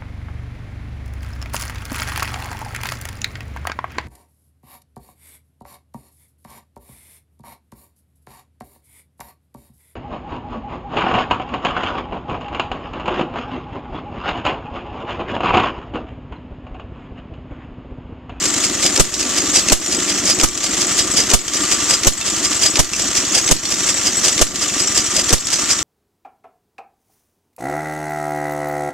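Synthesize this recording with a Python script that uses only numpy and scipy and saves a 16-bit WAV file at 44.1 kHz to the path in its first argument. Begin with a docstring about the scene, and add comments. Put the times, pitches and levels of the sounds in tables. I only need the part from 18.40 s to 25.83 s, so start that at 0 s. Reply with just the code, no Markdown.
"""An antique hit-and-miss engine coasts on a patio: its gears whir, its base drones, its open cylinder
puffs and loose pins jingle. The valve gear ticks, the governor latch scrapes every second turn, and a
house wall answers. As the wheel slows, a dull knock sounds at about the moment the latch lets go. The
igniter snaps and the charge fires with a pop, whose wind overloads the microphone ports.
The engine then coasts for eight or ten turns and fires again."""
import sys
import numpy as np
from scipy import signal
from scipy.fft import rfft, irfft, next_fast_len
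from scipy.io import wavfile
from scipy.ndimage import uniform_filter1d, map_coordinates

SR = 44100
rng = np.random.default_rng(int(sys.argv[2]) if len(sys.argv) > 2 else 0)


def generate_wav(sig):
    """Save sig (samples, or channels by samples) to the path in sys.argv[1] as 16-bit PCM at SR."""
    pcm = np.round(np.clip(np.atleast_2d(sig).T, -1, 1) * 32767).astype(np.int16)
    wavfile.write(sys.argv[1], SR, pcm)


N = 327663
T = np.arange(N) / SR

def amp(db):
    """Amplitude ratio of a level in decibels."""
    return 10 ** (np.asarray(db) / 20)

def unit(x):
    """Normalisation to rms 1."""
    return x / np.sqrt(np.mean(x ** 2) + 1e-20)

def along(points, hz):
    """Interpolation of (f/Hz, value) points on a logarithmic frequency axis."""
    f, v = np.transpose(points)
    return np.interp(np.log(hz + 1), np.log(f + 1), v)

def curves(rows):
    """Linear interpolation in time of each column after t/s."""
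    times, *columns = np.transpose(rows)
    return [np.interp(T, times, column) for column in columns]

def wobble(rate):
    """Random modulation: a smooth curve with `rate` knots a second."""
    return map_coordinates(rng.standard_normal(int(N * rate / SR) + 4), [T * rate])

def filtered(x, response):
    """Linear filtering: the spectrum of x times a complex frequency response."""
    size = next_fast_len(N + SR // 2)
    return irfft(rfft(x, size) * response(np.fft.rfftfreq(size, 1 / SR)), size)[..., :N]

def ring(x, modes):
    """Modal superposition: x drives damped resonators of alternating polarity."""
    return filtered(x, lambda f: sum(
        (-1) ** k * amp(db) * 1j * f * width / (centre ** 2 - f ** 2 + 1j * f * width)
        for k, (centre, width, db) in enumerate(modes)))

# Likeness of the left and right channels: f/Hz, coherence
COHERENCE = [(60, 0.51), (130, 0.97), (300, 0.98), (1400, 0.98), (3000, 0.96), (5000, 0.36), (7000, 0.68),
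             (12000, .05)]
def noise(spectrum=((1, 0), (SR, 0))):
    """Partially coherent stereo noise of rms 1, coloured by (f/Hz, level/dB) points."""
    def mid_and_side(hz):
        angle = np.arccos(np.clip(along(COHERENCE, hz), -1, 1)) / 2
        return amp(along(spectrum, hz)) * [np.cos(angle), np.sin(angle)]
    mid, side = filtered(rng.standard_normal((2, N)), mid_and_side)
    return unit(np.array([mid + side, mid - side]))

def swells(events, rise, hold, fall):
    """Power addition of envelopes that grow to each (t/s, level/dB), hold and decay; times in s."""
    power, t = np.zeros(N + 2 * SR), np.arange(-SR // 8, SR // 4) / SR
    shape = np.exp(np.minimum(t, 0) / rise - np.maximum(t - hold, 0) / fall)
    for s, db, *_ in events:
        power[round(s * SR) + SR - SR // 8:][:len(t)] += (amp(db) * shape) ** 2
    return np.sqrt(power[SR:SR + N])

def lobe(start, length):
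    """A half-sine pressure pulse."""
    return np.sin(np.pi * np.clip((T - start) / length, 0, 1))

# Firings and the coast before each: t/s, level/dB, coast/turns, latch scrape/dB, latch release/dB
POPS = [(0.597, 2, 10, -6, 2), (1.32, 2, 8, 0, 0), (2.033, 0, 8, -2.5, 4.5), (2.935, 2.5, 10, -0.5, 0),
        (3.669, 2, 8, -2, 0.5), (4.391, 1, 8, -1.5, 2.5), (5.111, 1, 8, -0.5, 3), (6.013, 1, 10, -2.5, 1.5),
        (6.927, 1.5, 10, -2.5, 1)]
def coasts():
    """Free rotation between firings: rows of start/s, end/s, length/turns, scrape/dB, release/dB."""
    previous_pop_s, next_pop = -.335, (7.65, 0, 8, 1, 0)  # just outside the scene
    starts = [previous_pop_s] + [row[0] for row in POPS]
    return [(start, end, round(turns), scrape_db, release_db)
            for start, (end, _, turns, scrape_db, release_db) in zip(starts, [*POPS, next_pop])]

def turned(elapsed, slowing=.04):
    """Frictional deceleration: the share of a coast's turns done in a share of its time."""
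    return elapsed + slowing * elapsed * (1 - elapsed)

def crank():
    """Angular position of the flywheel, in turns since the last pop."""
    start, end, turns, *_ = np.transpose(coasts())
    k = np.searchsorted(end, T)
    return turns[k] * turned((T - start[k]) / (end[k] - start[k]))

def running_level(turns, dip_db=8, dip_turn=.8, sag_db_per_turn=.11):
    """Modulation of the running noise in dB: it drops after a pop, recovers, then sags with the speed."""
    width_turns = np.where(turns < dip_turn, .99, 1.46)
    return -dip_db * np.exp(-((turns - dip_turn) / width_turns) ** 2) - sag_db_per_turn * turns

def whir_level(turns):
    """Modulation of the gears in dB: they swell once a turn and ease as the charge is compressed."""
    compression = sum(np.exp(-((T - s + .07) / .03) ** 2) for s, *_ in POPS)
    swing = .5 * np.cos(2 * np.pi * (turns - .38))
    return -20.5 + running_level(turns) + swing - 1.5 * compression

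# Spectrum of the sliding teeth: f/Hz, level/dB
WHIR_SPECTRUM = [(240, -33), (400, -10.5), (872, -13.5), (1110, -9), (1200, -9.5), (1520, -10), (1930, -5),
                 (2280, -9.5), (3170, -6.5), (3850, -8.5), (5270, -6), (7330, 0.5), (10200, -24.5),
                 (13600, -34.5), (14400, -29)]
# Modes of the flywheel and of the gear wheel: f/Hz, bandwidth/Hz, level/dB
FLYWHEEL_MODES = [(1182, 38, -2), (1390, 58, -7.5), (2700, 26, -9)]
GEAR_MODES = [(5658, 45, 0), (6029, 70, -6)]
# Ringing relative to the whir: t/s, flywheel level/dB, gear wheel level/dB
RINGING_LEVELS = [(0, -14.5, -31), (2, -14.5, -9), (3, -12.5, -19), (5.2, -15.5, -7), (6.6, -14, -9),
                  (7.43, -12.5, -10)]
def gears(turns, teeth=18):
    """Forced vibration: teeth slide and knock unevenly, and the flywheel and gear wheel resonate."""
    flywheel_db, gear_db = curves(RINGING_LEVELS)
    meshing_db = np.cos(2 * np.pi * teeth * turns) + 1.87 * wobble(130) + 1.73 * wobble(900)
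    drive = amp(whir_level(turns)) * unit(amp(meshing_db))
    flywheel = amp(flywheel_db) * unit(ring(noise(), FLYWHEEL_MODES))
    rubbing = amp(2.5 * wobble(30))  # the wheel's face touches on and off
    gear = amp(gear_db) * unit(ring(rubbing * noise(), GEAR_MODES))
    smooth_drive = uniform_filter1d(drive, SR // 100)  # the castings smooth over single teeth
    return drive * noise(WHIR_SPECTRUM) + smooth_drive * (flywheel + gear)

# Modes of the base: f/Hz, bandwidth/Hz, level/dB
BASE_MODES = [(191.4, 26.7, -6.5), (248, 29.5, -5.5), (300.3, 27.7, -0.5), (371, 40, -5), (513, 100, -15.5),
              (695, 190, -16.5)]
# Relative loudness of the low drone, slowly fading over the scene: t/s, level/dB
DRONE_LEVELS = [(0, -25), (2, -25), (3.6, -28), (5.6, -28.5), (6.5, -27.8), (7.43, -31.5)]
# Spectrum of the steady rumble: f/Hz, level/dB
RUMBLE_SPECTRUM = [(15, -20), (35, -16), (55, 11.5), (80, -5), (130, -2), (250, -3), (600, -22.5)]
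def base(turns):
    """Structure-borne sound: the engine drums on its timber skids, swelling with each piston stroke."""
    drone_db, = curves(DRONE_LEVELS)
    strokes_db = 2 * np.cos(2 * np.pi * 2 * (turns - .45))
    looseness_db = 1.8 * wobble(45)
    knocks = amp(drone_db + running_level(turns) + strokes_db + looseness_db) * noise()
    return amp(-30.5) * unit(ring(knocks, BASE_MODES)) + amp(-43) * noise(RUMBLE_SPECTRUM)

def piston(turns):
    """Volume displacement: air puffs from the open valve once a turn, more weakly on the way back."""
    def puff(at_turn, width):
        u = ((turns - at_turn + .5) % 1 - .5) / width
        return (2 * u * u - 1) * np.exp(-u * u)
    effort = np.interp(turns, [1, 6], [.5, 1])
    return effort * (amp(-26) * puff(.474, .034) + amp(-33) * puff(.95, .036))

def clinks(events, t60, count=7):
    """Free vibration of steel rods: each contact lands elsewhere and rings its own few partials."""
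    out, t = np.zeros((2, N + SR)), np.arange(SR // 16) / SR
    for s, db in events:
        hz = rng.uniform(2100, 7900, (count, 1))
        phase = rng.uniform(0, 2 * np.pi, (count, 1)) + rng.normal(0, .54, (2, count, 1))
        partials = rng.rayleigh(1, (count, 1)) * np.sin(2 * np.pi * hz * t + phase)
        out[:, round(s * SR):][:, :len(t)] += amp(db - 60 * t / t60) * partials.sum(axis=1)
    return out[:, :N]

def jingle(turns, count=450):
    """Random impacts: loose pins and links ring, harder while the gears are loud."""
    at = rng.integers(0, N, count)
    knocks = clinks(zip(at / SR, whir_level(turns)[at]), t60=.055, count=3)
    return filtered(knocks, lambda hz: amp(along([(2000, -13), (4500, -10), (7000, 0)], hz)))

# Decay of the patio's reflections: f/Hz, T60/s
WALL_DECAY = [(200, 0.071), (2000, 0.12), (10000, 0.087)]
def wall(x):
    """Reverberation: the house wall's short answer, each frequency dying at its own rate."""
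    hz, t, spectra = signal.stft(rng.standard_normal((2, SR // 3)), SR, nperseg=256)
    decay = amp(-60 * t / along(WALL_DECAY, hz)[:, None])
    tail = signal.istft(spectra * decay, SR, nperseg=256)[1]
    return signal.fftconvolve(x, tail / np.linalg.norm(tail[0]), axes=1)[:, :N]

def stray_ticks(turns, count=26):
    """Random impacts of loose parts, harder while the engine runs loud: rows of t/s, level/dB."""
    at = rng.integers(0, N, count)
    return list(zip(at / SR, rng.normal(-4.5, 2, count) + running_level(turns[at])))

def scattered(events, spread_db=.94):
    """Gaussian scatter of level from one contact to the next, for those within the scene."""
    offsets_db = rng.normal(0, spread_db, len(events))
    return [(s, db + offset) for (s, db), offset in zip(events, offsets_db) if 0 <= s < T[-1]]

# Valve gear ticks in every coast: angle since the pop/turns, level/dB
VALVE_TICKS = [(0.619, -8.5), (1.632, -2.3), (2.62, -4), (3.55, -9), (4.279, -17), (5.18, -5)]
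# The igniter's trip and return: angle before the pop/turns, level/dB
IGNITER_SNAPS = [(.368, -4.5), (0.23, -4.5)]
def contacts(cam_turns=2):
    """Cam timing: crank angle places the ticks, scrapes and snaps, each a list of (t/s, level/dB)."""
    ticks, scrapes, snaps = [], [], []
    elapsed = np.linspace(0, 1, 100)
    for start, end, turns, scrape_db, release_db in coasts():
        when = lambda turn: start + (end - start) * np.interp(turn / turns, turned(elapsed), elapsed)
        ticks += [(when(turn), db) for turn, db in VALVE_TICKS]
        # the latch scrapes earlier and harder as the governor sinks, until it rests fully on the cam
        for k in range(turns // cam_turns - 1):
            turn = 2.356 + k * cam_turns - min(k, 2) * .04
            scrapes.append((when(turn), scrape_db + min(-4.5 + 3 * k, 2)))
        release = when(turns - 1.4)  # the latch lets go of the exhaust valve
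        ticks.append((release, release_db - 11.5))
        scrapes.append((release, release_db - 4))
        snaps += [(when(turns - turn), db) for turn, db in IGNITER_SNAPS]
    return scattered(ticks), scattered(scrapes), scattered(snaps)

# Spectrum of steel on steel: f/Hz, level/dB
CLATTER_SPECTRUM = [(150, -10), (400, -5), (700, -6), (950, -11), (1400, -10), (2200, -2.5), (3200, -3.5),
                    (3900, -4), (5900, 3), (7600, 1), (8800, -7), (10500, -18), (14400, -28)]
# Modes of the governor latch: f/Hz, bandwidth/Hz, level/dB
LATCH_MODES = [(3260, 70, -15), (4918, 30, 0), (5000, 45, -5), (6190, 60, -12), (7219, 60, -11),
               (9640, 120, -21)]
def valve_gear(tick_events, scrape_events):
    """Impact and friction: sharp steel ticks, and chattering scrapes that set the latch ringing."""
    ticks = amp(-15.5) * swells(tick_events, rise=.00018, hold=.0017, fall=.0054)
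    scrapes = amp(-12) * swells(scrape_events, rise=.013, hold=.0023, fall=.012)
    chatter = unit(amp(3 * wobble(300)))
    contact = (ticks + scrapes * chatter) * noise(CLATTER_SPECTRUM)
    latch = amp(-29) * unit(ring(scrapes * noise(), LATCH_MODES))
    return contact + latch

# Spectrum of the dull knock: f/Hz, level/dB
KNOCK_SPECTRUM = [(150, -25), (400, -4), (540, 4), (700, -2), (1100, -25), (3000, -60)]
def dull_knock(turns, lead_turns=1.47, width_turns=.09):
    """A band-limited transient: a dull knock at about the moment the latch lets go."""
    _, end, coast_turns, *_ = np.transpose(coasts())
    turns_to_pop = coast_turns[np.searchsorted(end, T)] - turns
    return amp(-26) * np.exp(-((turns_to_pop - lead_turns) / width_turns) ** 2) * noise(KNOCK_SPECTRUM)

def igniter(events):
    """Release of elastic energy: the spring-loaded igniter snaps with a hard, dry clack."""
    snaps = amp(-7) * swells(events, rise=.0002, hold=.0019, fall=.0039)
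    return snaps * noise([(150, -26), (400, 4), (700, -8), (1000, -14), (2200, 1), (3300, -1.5),
                          (4000, -1.5), (6000, 4.5), (7600, 1.5), (10000, -13.5), (14400, -31)])

# Spectrum of the escaping gas: f/Hz, level/dB
BLAST_SPECTRUM = [(60, -5), (200, 3), (650, 8), (900, -5), (1200, 6), (1600, -19), (3000, -0.5), (4200, -6),
                  (6000, 7.5), (7500, 7.5), (8800, -2.5), (10200, -12), (14400, -15.5)]
def exhaust():
    """Sudden expansion: the burning charge strains the frame, then leaves with a crack and a blast."""
    shifted = lambda delay: [(s + delay, db) for s, db, *_ in POPS]
    burn = amp(-20.5) * swells(shifted(-.01), rise=.0085, hold=.003, fall=.0045)
    burn = burn * noise([(120, -29), (270, 2), (330, 5.5), (430, -5), (700, -8), (1500, -13),
                         (5000, -52)])
    blast = amp(-10) * swells(shifted(.0017), rise=.002, hold=.0093, fall=.0044) * noise(BLAST_SPECTRUM)
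    sizzle = amp(-19.5) * swells(POPS, rise=.0005, hold=.011, fall=.021)
    sizzle = sizzle * noise([(500, -33), (3500, 0), (6000, 2.5), (7600, -1), (10000, -3), (14400, -22)])
    bark = amp(-19) * swells(POPS, rise=.00076, hold=.005, fall=.0057)
    bark = bark * noise([(150, -8), (450, -2), (1200, -6.5), (2500, -13), (8000, -27)])
    pulse = sum(amp(db - 13.5) * (lobe(s + .00094, .004) - .8 * lobe(s + .0048, .0039))
                for s, db, *_ in POPS)
    return burn + blast + sizzle + bark + pulse

def gust(leak_hz=6):
    """Flow pressure: each pop's wind sucks at one microphone port, presses on the other, then leaks."""
    left = sum(-amp(db - 9) * lobe(s + .0055, .0093) for s, db, *_ in POPS)
    right = sum(amp(db - 5.5) * lobe(s + .0017, .018) for s, db, *_ in POPS)
    flow = sum(amp(db) * lobe(s + .00073, .02) for s, db, *_ in POPS)
    eddy_spectrum = [(40, -14), (150, 4), (600, -9), (1300, -9.5), (3000, -10.5), (9000, -39)]
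    eddies = unit(filtered(rng.standard_normal((2, N)), lambda hz: amp(along(eddy_spectrum, hz))))
    pressure = np.array([left, right]) + amp(-15) * flow * eddies
    return filtered(pressure, lambda hz: 1j * hz / (1j * hz + leak_hz))

def scene():
    """Superposition of the engine's blows, their reflections, its running noise and its wind."""
    turns = crank()
    ticks, scrapes, snaps = contacts()
    rods = amp(-28.5) * clinks([*snaps, *ticks, *scrapes], t60=.11)
    blows = valve_gear(ticks + stray_ticks(turns), scrapes) + igniter(snaps) + rods
    blows += jingle(turns) + exhaust() + dull_knock(turns)
    return blows + amp(-14) * wall(blows) + gears(turns) + base(turns) + piston(turns) + gust()

# Imbalance of the microphone ports: f/Hz, left minus right level/dB
PORT_BALANCE = [(100, -2), (700, 1), (1300, -1), (2400, 0), (4400, 0.5), (6000, -6.5), (7200, 5),
                (8500, 14), (10000, 8.5), (14000, 20)]
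def record(dry, left_lag_s=.00002, top_hz=14300):
    """Saturation: two ports colour the sound unequally, its peaks clip softly and the band is limited."""
    def ports(hz):
        gain = amp(np.outer([.5, -.5], along(PORT_BALANCE, hz)))
        return gain * np.exp(-2j * np.pi * left_lag_s * np.outer([.5, -.5], hz))
    coloured = filtered(dry, ports)
    clipped = coloured / (1 + np.abs(coloured) ** 8) ** (1 / 8)
    return filtered(clipped, lambda hz: hz < top_hz)

dry = scene()
out = record(dry)
generate_wav(out)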